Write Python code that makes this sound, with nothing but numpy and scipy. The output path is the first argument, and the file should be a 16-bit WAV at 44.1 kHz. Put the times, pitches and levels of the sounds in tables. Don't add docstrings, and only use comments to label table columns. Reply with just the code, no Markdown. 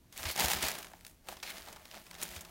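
import sys
import numpy as np
from scipy import signal
from scipy.fft import rfft, irfft
from scipy.io import wavfile
from scipy.ndimage import uniform_filter1d

SR = 44100
rng = np.random.default_rng(int(sys.argv[2]) if len(sys.argv) > 2 else 0)


def persist_wave(psi):
    counts = np.round(np.clip(psi, -1, 1) * 32767).astype(np.int16)
    wavfile.write(sys.argv[1], SR, np.atleast_2d(counts).T)


N = 110250

# (time [s], level [dB], body against mids [dB], top against mids [dB], t60 [s])
CREASE_SNAPS = [(0.1248,-53,-11,3.5,0.051),(0.1772,-46.5,-31,11.5,0.0043),(.2309,-41.5,-17,-1,0.011),(.2375,-40,-11,-3,0.018),(.254,-34,-9,-19,0.045),(0.2876,-38.5,-9,-8,0.015),(.301,-37,-5,-11,0.01),(0.3576,-43,-7,-2,0.0087),(0.3619,-40,-16,3,0.014),(0.3764,-36.5,-10,3,0.019),(0.3892,-39,-11,-12,0.02),(.3968,-32,-18,6,0.011),(0.4043,-31.5,-26,5.5,0.038),(0.4366,-37,-17,2,0.022),(0.4484,-32.5,-18,3,0.013),(.458,-34,-7,5,0.018),(0.4833,-28.5,-24,-0.5,0.011),(0.5102,-39,-11,5,0.01),(.516,-32,-10,3.5,0.018),(0.5334,-31,-8,3,0.02),(0.5711,-44,1,6,0.019),(.6247,-35.5,-4,7,0.035),(.684,-34,-11,3.5,0.02),(0.705,-43,-10,3,0.015),(0.7159,-41.5,-17,6,0.011),(0.7514,-43.5,-5,0,0.031),(0.7862,-46,-5,6,0.041),(.828,-46.5,-17,2.5,0.025),(0.8447,-44.5,-8,-6,0.021),(0.869,-51,-2.5,-6.5,0.014),(.9345,-57,0,-19,0.008),(1.0093,-57,-13,-1,0.01),(1.0488,-50,-11,3,0.016),(1.0657,-50.5,-12,7,0.018),(1.2863,-43.5,3,2.5,0.018),(1.324,-51.5,0,4,0.035),(1.3691,-49,-6,-13,0.024),(1.4005,-54,-19,-15,0.016),(1.428,-42.5,-8,-1,0.035),(1.431,-39,-13.5,-7,0.06),(1.4635,-48,-19,-5,0.013),(1.5015,-46.5,-21,4.5,0.031),(1.5689,-49.5,-16,-12,0.0086),(1.5824,-45.5,-15,-16,0.01),(1.6849,-48.5,-1,-1,0.022),(1.7271,-51.5,-5,5,0.03),(1.761,-53.5,4,2.5,0.021),(1.7665,-53.5,-3,-8,0.017),(1.8545,-50,-7,-1,0.016),(1.9131,-47.5,-21,-6,0.014),(1.9433,-48.5,-4,-7,0.01),(2.0656,-52.5,-8.5,-4,0.028),(2.1114,-44,-8,-3.5,.013),(2.132,-53,-3.5,-17,0.022),(2.1414,-51,-16,-1,0.03),(2.1514,-47.5,-13,-11,0.014),(2.2156,-44,-10,5,0.013),(2.2272,-40.5,-3,11.5,0.0096),(2.2313,-43,-6,14,0.023),(2.2889,-47.5,-19,3,.017),(2.3626,-42,-15,-4,0.054),(2.4085,-48.5,-9,7.5,0.051),(2.4495,-48.5,-4.5,-1,0.024)]
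# (frequency [Hz], gain [dB])
SNAP_EQ = [(100, -20.5), (300, -11), (560, -0.5), (700, -0.5), (950, -0.5), (1250, -0.5), (2200, -1.5),
           (4000, -2.5), (6500, -3), (10000, -6.5), (16000, -6.5)]
# (time [s], mids [dB], hollow body [dB], top against mids [dB])
RUSTLE_ENVELOPE = [(0, -85.5, -77, -4), (0.105, -71, -75, 1), (0.15, -55.5, -65, 4),
                   (0.187, -43.5, -49.5, 1.5), (0.24, -48, -47.5, 8), (0.27, -38.5, -44.5, -1),
                   (0.32, -42.5, -52, 9), (0.345, -47.5, -52.5, 1.5), (0.394, -31, -37.5, -3.5),
                   (0.445, -31, -35, 4), (0.47, -37.5, -44.5, 0), (0.51, -32.5, -38.5, 5.5),
                   (0.554, -37, -42.5, 0.5), (0.598, -40.5, -47.5, -0.5), (0.639, -30.5, -38, -1),
                   (0.679, -35, -40.5, 2), (0.73, -43, -46.5, 0.5), (0.8, -49.5, -50.5, 4),
                   (0.88, -61.5, -59, 7), (1.04, -67.5, -68.5, 5), (1.075, -61.5, -67, 9.5),
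                   (1.11, -66, -66, 11), (1.16, -76, -76, 6), (1.225, -76.5, -72.5, 4),
                   (1.297, -48.5, -51.5, 3.5), (1.35, -56, -58, 2.5), (1.422, -62.5, -71, 3),
                   (1.436, -50.5, -57, 1), (1.5, -41, -53.5, -1), (1.53, -52, -53.5, 2),
                   (1.57, -48, -52, 2), (1.63, -54, -59, 2), (1.675, -53, -52, 3), (1.78, -61, -60.5, 3),
                   (1.9, -58, -62, 2.5), (1.966, -49.5, -51, 0), (2.03, -62, -66, 5.5),
                   (2.16, -58.5, -59.5, 3), (2.227, -41.5, -48.5, 0.5), (2.28, -51, -57, 3.5),
                   (2.36, -47, -53, 2.5), (2.43, -59, -59.5, 1.5), (2.5, -58.5, -59.5, 4)]
# (frequency [Hz], gain [dB])
RUSTLE_EQ = [(100, -3.5), (200, 2), (300, -1.5), (420, 0.5), (560, 1.5), (670, 7), (930, 2.5), (1150, 0),
             (2100, 0.5), (3200, -1.5), (5000, -3.5), (8000, -9), (12000, -8.5), (16000, -8.5)]
# (time [s], pitch [Hz], level [dB], t60 [s])
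PANEL_POPS = [(.366, 797, -39, 0.081), (.377, 838, -24.5, 0.03), (.389, 818, -26.5, 0.055),
              (.403, 903, -23, 0.033), (.44, 722, -28, 0.089), (.481, 764, -32.5, 0.078),
              (.507, 800, -30, 0.057), (.9375, 800, -29.5, 0.0098), (1.2866, 810, -42.5, 0.032),
              (1.325, 780, -32, .016)]
# (frequency [multiple of the pitch], gain [dB])
PANEL_PARTIALS = [(.88, -16), (1, -1), (1.2, -15), (1.45, -24), (2.3, -12)]
# (start [s], length [s], centre [Hz], level [dB])
PAPER_DRAGS = [(0.268, 0.057, 2230, -42.5), (0.275, 0.074, 4360, -44), (0.63, 0.065, 2500, -46),
               (1.455, 0.061, 4200, -49.5), (1.445, 0.093, 2160, -54)]
# (time [s], level [dB], t60 [s])
FLOOR_BUMPS = [(0.189, -45, 0.28), (0.253, -31, 0.16), (0.44, -27, 0.12), (0.547, -36, 0.16),
               (0.631, -34.5, 0.13), (1.59, -50.5, .25), (2.289, -48.5, 0.18), (2.363, -37.5, 0.11)]
# (frequency [Hz], level [dB], t60 [s])
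STANDING_WAVES = [(169.3, -66.5, 0.68), (218.2, -57.5, 0.59), (361.6, -60, 0.91), (441.6, -58.5, 0.16),
                  (678, -61.5, 0.12)]
# (start [s], length [s], pitch [Hz], level [dB])
HUM_SWELLS = [(0.797, 0.31, 176.6, -68.5), (2.025, 0.51, 173.7, -63)]
# (frequency [Hz], gain [dB])
ROOM_TONE_EQ = [(15, -23), (25, -8), (70, -9), (127, -16.5), (220, -17), (350, -21), (900, -38),
                (3000, -38.5), (15000, -40.5)]

BAND_EDGES_HZ = [90, 1440, 6020, 11670, 18000]


def snaps():
    attack_s, grain_db, crack_db, crack_t60 = 0.0001, 1.5, -12, 0.00067
    top_trim_db, air_trim_db, gain_db = -2.5, -3.5, 1
    t = np.arange(SR // 10) / SR
    attack = 1 - np.exp(-t / attack_s)
    crack = from_db(crack_db) * decay(t, crack_t60)
    bands = np.zeros((4, N + len(t)))
    for time, db, body_db, top_db, t60 in CREASE_SNAPS:
        grain = from_db(grain_db * wobble(len(t), smooth=16))
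        i = int(time * SR)
        for k, band_db in enumerate([body_db, 0, top_db + top_trim_db, top_db + air_trim_db]):
            flutter = decay(t, t60 * (2.5 if k == 0 else 1))
            shape = (flutter + crack) * attack * grain
            shape /= np.sqrt(np.mean(shape[:SR // 200] ** 2))
            bands[k, i:i + len(t)] += from_db(db + band_db) * shape * rng.choice([-1, 1], len(t))
    return from_db(gain_db) * equalise(mix_bands(bands), SNAP_EQ)


def rustle():
    creases_per_s, rate_follow, spread_db, crease_t60 = 520, 0.22, 3, 0.0054
    crease_db, slide_db, body_trim_db, upper_trim_db = -5.5, -5.5, -1.5, 0.5
    times, *curves = np.transpose(RUSTLE_ENVELOPE)
    mid_db, body_db, top_db = [np.interp(np.arange(N) / SR, times, curve) for curve in curves]
    rate = creases_per_s * from_db(rate_follow * (mid_db - mid_db.mean()))
    sizes = from_db(spread_db * np.minimum(rng.exponential(1, N), 3.5))
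    ticks = (rng.random(N) < rate / SR) * sizes ** 2
    power = signal.lfilter([1], [1, -decay(2 / SR, crease_t60)], ticks + 1e-12)
    power /= uniform_filter1d(power, size=1500) + 0.049 * power.mean()
    grain = np.sqrt(power * from_db(2 * crease_db) + from_db(2 * slide_db))
    treble_db = mid_db + top_db + upper_trim_db
    levels = [body_db + body_trim_db, mid_db + upper_trim_db, treble_db, treble_db]
    bands = [from_db(db) * grain * rng.standard_normal(N) for db in levels]
    return equalise(mix_bands(bands), RUSTLE_EQ)


def panel_pops():
    attack_s = 0.001
    t, out = np.arange(SR // 5) / SR, np.zeros(N + SR)
    for time, hz, db, t60 in PANEL_POPS:
        ring = sum(from_db(db + mode_db) * np.sin(2 * np.pi * (hz * ratio * t + rng.random()))
                   for ratio, mode_db in PANEL_PARTIALS)
        i = int(time * SR)
        out[i:i + len(t)] += ring * decay(t, t60) * (1 - np.exp(-t / attack_s))
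    return out[:N]


def rasps():
    width_hz, rough_db = 290, 8
    radius = np.exp(-np.pi * width_hz / SR)
    out = np.zeros(N)
    for start, length, hz, db in PAPER_DRAGS:
        slips = rng.standard_normal(N) * from_db(rough_db * wobble(N, smooth=100))
        resonator = [1, -2 * radius * np.cos(2 * np.pi * hz / SR), radius ** 2]
        rasp = unit_rms(signal.lfilter([1, 0, -1], resonator, slips))
        out += from_db(db) * swell(start, length) * rasp
    return out


def bumps():
    boom_hz, waver_hz, attack_s = 68.3, 18.5, 0.0048
    t, out = np.arange(N) / SR, np.zeros(N)
    for time, db, t60 in FLOOR_BUMPS:
        age = np.maximum(t - time, 0)
        hz = boom_hz + waver_hz * wobble(N, smooth=500)
        boom = np.sin(2 * np.pi * np.cumsum(hz * (t > time)) / SR)
        out += from_db(db) * (1 - np.exp(-age / attack_s)) * decay(age, t60) * boom
    return signal.sosfilt(signal.butter(2, 38, "high", fs=SR, output="sos"), out)


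def room_reverb(x):
    tail_db, predelay_s, crossover_hz = -18, 0.0021, 4000
    t = np.arange(SR // 2) / SR
    noise = rng.standard_normal(len(t))
    dull = signal.sosfilt(signal.butter(1, crossover_hz, fs=SR, output="sos"), noise)
    bright = noise - dull
    tail = (dull * decay(t, t60=0.57) + bright * decay(t, t60=0.21)) * (t > predelay_s)
    tail *= from_db(tail_db) / np.sqrt(np.sum(tail ** 2))
    for hz, db, t60 in STANDING_WAVES:
        tail += from_db(db) * decay(t, t60) * np.sin(2 * np.pi * hz * t)
    return signal.fftconvolve(x, tail)[:N]


def hum():
    t, lift_db = np.arange(N) / SR, 2
    return sum(from_db(db + lift_db) * swell(start, length) * np.sin(2 * np.pi * hz * t)
               for start, length, hz, db in HUM_SWELLS)


def room_tone():
    return from_db(-63.5) * unit_rms(equalise(rng.standard_normal(N), ROOM_TONE_EQ))


def from_db(db):
    return 10 ** (np.asarray(db) / 20)


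def unit_rms(x):
    return x / np.sqrt(np.mean(x ** 2) + 1e-20)


def decay(t, t60):
    return from_db(-60 * t / t60)


def swell(start, length):
    progress = np.clip((np.arange(N) / SR - start) / length, 0, 1)
    return np.sqrt(np.maximum(np.sin(np.pi * progress), 0))


def wobble(count, smooth):
    return unit_rms(uniform_filter1d(rng.standard_normal(count), size=smooth))


def mix_bands(layers):
    out = np.zeros(layers[0].shape)
    for x, low, high in zip(layers, BAND_EDGES_HZ, BAND_EDGES_HZ[1:]):
        sos = signal.butter(2, [low, high], "band", fs=SR, output="sos")
        out += signal.sosfilt(sos, x + 1e-18) * np.sqrt(SR / 2 / (high - low))
    return out


def equalise(x, curve):
    size = 4096
    hz, db = np.transpose(curve)
    bin_hz = np.maximum(np.fft.rfftfreq(size, 1 / SR), 1)
    gain = from_db(np.interp(np.log(bin_hz), np.log(hz), db))
    cepstrum = irfft(np.log(gain))
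    cepstrum[1:size // 2] *= 2
    cepstrum[size // 2 + 1:] = 0
    return signal.fftconvolve(x, irfft(np.exp(rfft(cepstrum))))[:N]


def scene():
    paper = snaps() + rustle() + panel_pops() + rasps()
    background = room_tone()
    return (paper + room_reverb(paper) + bumps() + hum() + background)[None]


def record(dry):
    cutoff_hz = 15850
    return signal.sosfilt(signal.ellip(12, .1, 80, cutoff_hz, fs=SR, output="sos"), dry)


dry = scene()
out = record(dry)
persist_wave(out)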